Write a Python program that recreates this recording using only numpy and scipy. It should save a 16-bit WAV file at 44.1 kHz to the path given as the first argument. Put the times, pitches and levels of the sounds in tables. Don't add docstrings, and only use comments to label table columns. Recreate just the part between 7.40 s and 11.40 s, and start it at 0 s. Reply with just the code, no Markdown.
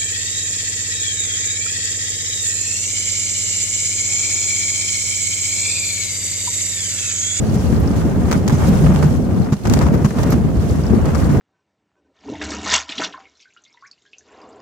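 import sys
import numpy as np
from scipy import signal
from scipy.fft import rfft, irfft
from scipy.io import wavfile
from scipy.ndimage import uniform_filter1d

SR = 44100
rng = np.random.default_rng(int(sys.argv[2]) if len(sys.argv) > 2 else 0)


def unload_audio(sound):
    columns = np.transpose(np.atleast_2d(sound))
    steps = np.round(np.clip(columns, -1, 1) * 32767)
    wavfile.write(sys.argv[1], SR, steps.astype(np.int16))


N = 176400
TIME_S, BIN_HZ = np.arange(N) / SR, np.arange(N // 2 + 1) * SR / N


def undb(db):
    return 10 ** (np.asarray(db) / 20)


def unit(x):
    return x / np.sqrt(np.mean(x ** 2))


def curve(rows):
    return undb(np.interp(TIME_S, *np.array(rows).T))


def per_bin(points):
    hz, value = np.array(points).T
    return np.interp(np.log(BIN_HZ + 1), np.log(hz), value)


def colour(x, spectrum):
    cepstrum = irfft(np.log(undb(per_bin(spectrum))), N)
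    cepstrum[1:N // 2] *= 2
    cepstrum[N // 2 + 1:] = 0
    return unit(irfft(rfft(x) * np.exp(rfft(cepstrum)), N))


def pan(side_db):
    return undb(np.array([[1], [-1]]) * side_db / 2)


def wander(rate_hz):
    hold = max(int(SR / rate_hz), 2)
    steps = np.repeat(rng.standard_normal(N // 50)[:N // hold + 1], hold)
    return unit(uniform_filter1d(steps, hold)[:N])


def burst(start_s, length_s, attack_s=0.0003):
    age = np.maximum(TIME_S - start_s, 0)
    return (1 - np.exp(-age / attack_s)) / (1 + (age / length_s) ** 4)


# frequency_hz, correlation
RUMBLE_CORRELATION = [(60,0.26),(130,0.47),(640,0.68),(1400,0.11)]
def rumble(spectrum, flicker_db=2.5):
    alike = np.clip(per_bin(RUMBLE_CORRELATION), 0, 1)
    common = rng.standard_normal(N) * undb(flicker_db * wander(45))
    own = rng.standard_normal((2, N)) * undb(flicker_db * np.array([wander(45), wander(45)]))
    mixed = np.sqrt(alike) * rfft(common) + np.sqrt(1 - alike) * rfft(own)
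    return colour(irfft(mixed, N), spectrum)


# time_s, level_db
BED_LEVEL = [(0,-19.5),(.22,-21),(.35,-19),(.95,-17.5),(1.06,-17.5),(1.13,-18.5),(1.21,-19),(1.29,-16.5),(1.74,-17.5),(2.1,-19),(2.3,-14),(2.58,-16.5),(2.8,-20.5),(2.93,-17),(3.1,-19.5),(3.45,-19.5),(3.55,-15.5),(3.72,-19.5),(4,-14.5)]
# frequency_hz, gain_db
BED_SPECTRUM = [(20,-70),(60,-15.5),(100,-3.5),(150,-0.5),(210,-1),(300,-9),(450,-15.5),(700,-24.5),(1200,-40.5),(3000,-63)]
def bed_shake():
    return rumble(BED_SPECTRUM) * curve(BED_LEVEL)


# time_s, level_db
WIND_LEVEL = [(0,-21),(.5,-19),(1.1,-23),(1.4,-15.5),(2.08,-24.5),(2.5,-18.5),(3.35,-23),(3.7,-18)]
# frequency_hz, gain_db
WIND_SPECTRUM = [(22,-60),(33,-26.5),(50,-8),(78,2.5),(110,-7),(200,-15),(600,-26),(2000,-62)]
def wind():
    return rumble(WIND_SPECTRUM) * curve(WIND_LEVEL)


def grains(spread_db, rate_per_s=7000):
    hit = rng.random((2, N)) < rate_per_s / SR
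    size = undb(spread_db * np.minimum(rng.exponential(size=(2, N)), 2 * np.pi))
    return unit(hit * size * np.sign(rng.standard_normal((2, N))))


# time_s, level_db
GLIDE_LEVEL = [(0,-42.5),(.2,-39),(.45,-43.5),(.62,-40.5),(.75,-44.5),(.9,-39),(.97,-36),(1.02,-46),(1.1,-39),(1.26,-35.5),(1.55,-39),(1.72,-41),(1.88,-48),(2.0,-43.5),(2.1,-48.5),(2.23,-46.5),(2.33,-34.5),(2.52,-46),(2.83,-40),(3.06,-50),(3.3,-39.5),(3.57,-45.5),(3.8,-39.5),(4,-43.5)]
# frequency_hz, gain_db
GLIDE_SPECTRUM = [(800,3.5),(2200,1.5),(3500,-2),(4700,-1),(6500,1.5),(8000,-2.5),(12500,-8),(15500,-16)]
# time_s, side_db
GLIDE_BALANCE = [(1.5,-1.5),(2.2,-1.5),(2.7,2),(3.1,-8.5),(3.35,1),(3.58,-5),(3.8,5)]
def glide(gain_db=0.5, flicker_db=1.5):
    hiss = colour(grains(spread_db=2), GLIDE_SPECTRUM)
    level = curve(GLIDE_LEVEL) * undb(gain_db + flicker_db * wander(50))
    side_db = np.interp(TIME_S, *np.array(GLIDE_BALANCE).T)
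    return hiss * level * pan(side_db)


# frequency_hz, gain_db
CRUNCH_SPECTRUM = [(200,-2),(450,4),(750,2),(1250,-1.5),(2000,-10),(3200,-21.5),(6000,-33.5),(15000,-55)]
def crunch(spread_db, shared=0.58):
    return colour(grains(spread_db) + shared * grains(spread_db)[0], CRUNCH_SPECTRUM)


# time_s, level_db
CRUSH_LEVEL = [(0,-37.5),(.3,-34.5),(.9,-33.5),(1.01,-37),(1.11,-33.5),(1.26,-28.5),(1.66,-32),(1.8,-38.5),(2.18,-34.5),(2.28,-31),(2.44,-30.5),(2.52,-36.5),(2.72,-31.5),(2.94,-31),(3.03,-39.5),(3.4,-35),(3.8,-30.5)]
def crush(gain_db=2, flicker_db=2):
    return crunch(spread_db=3) * curve(CRUSH_LEVEL) * undb(gain_db + flicker_db * wander(110))


def ice_chips(rate_per_s=260, low_hz=4227, high_hz=13250, decay_s=0.0004, gain_db=-9):
    glints, age = np.zeros((2, N)), np.arange(SR // 20) / SR
    for when, pitch, size, side in rng.random((int(rate_per_s * N / SR), 4)):
        start = int(when * (N - len(age)))
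        hz = low_hz * (high_hz / low_hz) ** pitch
        ring = np.sin(2 * np.pi * hz * age) * age * np.exp(-age / decay_s)
        glints[int(2 * side), start:start + len(age)] += ring * size ** 2 / hz
    return unit(glints) * curve(GLIDE_LEVEL) * undb(gain_db)


def frame_echoes(x, echo_db=-11.5, echo_s=0.003):
    age = np.arange(SR // 50) / SR
    response = rng.standard_normal((2, len(age))) * np.exp(-age / echo_s) * (age > echo_s)
    response *= undb(echo_db) / np.sqrt(np.sum(response ** 2, axis=1, keepdims=True))
    response[:, 0] = 1
    return signal.fftconvolve(x, response, axes=1)[:, :N] / np.hypot(1, undb(echo_db))


# frequency_hz, gain_db
CRACK_SPECTRUM = [(1000,-1),(2200,6.5),(3300,0),(4600,5),(6700,7),(8700,-2.5),(11000,-7),(13000,-6),(15500,-11)]
def crack(spread_db):
    return colour(grains(spread_db), CRACK_SPECTRUM)


# start_s, level_db, side_db, pitch_ratio
BUMPS = [(0.324,-1,15,1.11),(0.505,-2,-5,1.4),(1.123,4,-2,1.04),(1.28,0,-6,1.26),(1.917,-3.5,3,.7),(1.997,-3.5,16,0.85),(2.121,3,0,1.02),(2.645,4.5,1,1.01),(2.926,1,2,1.246),(3.044,-2,11,1.02),(3.165,-2,6,0.51),(3.502,-1.5,9,0.81),(3.533,-3.5,22,1.77),(3.891,1,4,1.06),(3.966,-1,-4,.9)]
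# frequency_hz, t60_s, level_db
BED_MODES = [(106,0.021,-25),(146.6,0.056,-2),(195.3,0.085,-9),(315,0.012,4)]
def jolts(push_s=0.0053, grind_s=0.016, crunch_db=-32.5, crack_db=-42):
    boom, grind = np.zeros((2, N)), np.zeros(N)
    for start_s, level_db, side_db, pitch_ratio in BUMPS:
        age = np.maximum(TIME_S - start_s, 0) * pitch_ratio
        ring = sum(undb(db) * np.sin(2 * np.pi * hz * age) * 1000 ** -np.minimum(age / t60_s, 10)
                   for hz, t60_s, db in BED_MODES)
        push = 1 - np.exp(-np.minimum(age / push_s, 10) ** 2)
        boom += ring * push * undb(level_db) * pan(side_db)
        grind += undb(level_db) ** 2 * burst(start_s, grind_s)
    snow = undb(crunch_db) * crunch(spread_db=0.81) + undb(crack_db) * crack(spread_db=3)
    return 2 * boom + grind * snow


# start_s, pitch_hz, level_db
HARNESS_CLINKS = [(.4,11400,-41),(.475,5230,-39),(1.152,6240,-35),(1.282,12600,-39),(2.539,13800,-40),(2.902,12600,-35),(2.92,12400,-32),(3.433,5140,-36),(3.467,5260,-40)]
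def harness(length_s=0.011, width_hz=950):
    clinks = np.zeros((2, N))
    chatter = rfft(grains(spread_db=5.5))
    for start_s, pitch_hz, level_db in HARNESS_CLINKS:
        ring = irfft(chatter / (1 + 2j * (BIN_HZ - pitch_hz) / width_hz) ** 2, N)
        clinks += unit(ring) * burst(start_s, length_s) * undb(level_db)
    return clinks


def fractures(start_s, gap_s=0.005, decay_s=0.004):
    snaps_s = start_s + np.append(0, np.cumsum(gap_s * (0.5 + rng.random(20))))
    latest = np.maximum(np.searchsorted(snaps_s, TIME_S, side="right") - 1, 0)
    return 2 * np.exp(-np.maximum(TIME_S - snaps_s[latest], 0) / decay_s)


# start_s, length_s, crunch_db, crack_db, side_db
CRUST_RIDGES = [(.913,0.0079,-22.5,-25,0),(0.926,0.0082,-20,-27,3),(0.941,0.015,-23,-58,-3),(1.078,0.0074,-24.5,-23,-1.5),(1.096,0.011,-24.5,-36,-4),(1.463,0.009,-21.5,-47,-6),(1.56,0.0071,-25.5,-36,-2),(1.626,0.011,-24.5,-37.5,0),(2.126,0.017,-32,-36,3),(2.253,0.012,-24,-35.5,2),(2.271,0.0078,-25.5,-32,3),(2.298,0.0018,-43,-24.5,6.5),(2.305,.005,-29,-45,7),(2.324,0.0027,-31,-33,2),(2.337,0.0048,-22.5,-21,4),(2.37,0.0055,-19.5,-41,5),(2.39,0.0019,-46,-25,3),(2.412,0.024,-23,-37,3),(2.465,0.0073,-24,-41,4),(2.483,0.0063,-24.5,-49,0),(2.538,0.02,-29.5,-42,4),(2.647,0.017,-28,-37,3),(2.707,0.0064,-28.5,-42,-3),(2.783,0.011,-25.5,-40,-2),(2.83,0.0098,-26.5,-32.5,-2.5),(2.901,0.024,-36,-38.5,3),(2.92,0.016,-29,-34.5,-3),(3.656,0.0067,-28.5,-36.5,2),(3.748,0.012,-25,-36,7.5)]
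# frequency_hz, gain_db
CRUST_EMPHASIS = [(500,-2),(1250,1.5),(2600,-1.5)]
def scrapes(crunch_gain_db=1.5, crack_gain_db=1):
    dull, bright = np.zeros((2, N)), np.zeros((2, N))
    for start_s, length_s, crunch_db, crack_db, side_db in CRUST_RIDGES:
        envelope = burst(start_s, length_s) * fractures(start_s) * pan(side_db)
        dull += envelope * undb(crunch_db + crunch_gain_db)
        bright += envelope * undb(crack_db + crack_gain_db)
    return dull * colour(crunch(spread_db=2.4), CRUST_EMPHASIS) + bright * crack(spread_db=2.6)


# time_s, pitch_hz, level_db
BED_DRONE = [(1.25,183,-53),(1.289,182.7,-6.5),(1.351,150,-27.5),(1.41,118.8,-13.5),(1.5,191.7,-14),(1.608,130.4,-17.5),(1.669,157.4,-11),(1.73,165,-54)]
def drone(waver=0.09, flicker_db=2.5):
    times_s, hz, db = np.array(BED_DRONE).T
    pitch_hz = np.interp(TIME_S, times_s, hz) * (1 + waver * wander(60))
    level_db = np.interp(TIME_S, times_s, db, left=-np.inf, right=-np.inf) + flicker_db * wander(60)
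    return unit(np.sin(2 * np.pi * np.cumsum(pitch_hz) / SR)) * undb(level_db)


# middle_s, half_length_s, dip_db
LIFT_OFFS = [(2.184,0.074,-13.5),(2.701,0.059,-7.5)]
def contact():
    return undb(sum(dip_db * np.exp(-((TIME_S - middle_s) / half_length_s) ** 4)
                    for middle_s, half_length_s, dip_db in LIFT_OFFS))


# frequency_hz, side_db
PORT_BALANCE = [(30,-12),(60,3),(130,-2),(280,1.5),(1200,2),(1700,2.5),(2300,-2.5),(3200,-7.5),(4500,1),(10000,-0.4)]
def scene(rumble_gain_db=2):
    low = (bed_shake() + wind()) * undb(rumble_gain_db) * contact() + drone()
    runners = frame_echoes(glide() + crush() * contact() + ice_chips())
    sound = low + runners + scrapes() + jolts() + harness()
    return irfft(rfft(sound) * pan(per_bin(PORT_BALANCE)), N)


def record(dry, cutoff_hz=15900):
    rounded = dry / (1 + dry ** 8) ** (1 / 8)
    return signal.sosfilt(signal.ellip(10, 0.2, 80, cutoff_hz, fs=SR, output="sos"), rounded)


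dry = scene()
out = record(dry)
unload_audio(out)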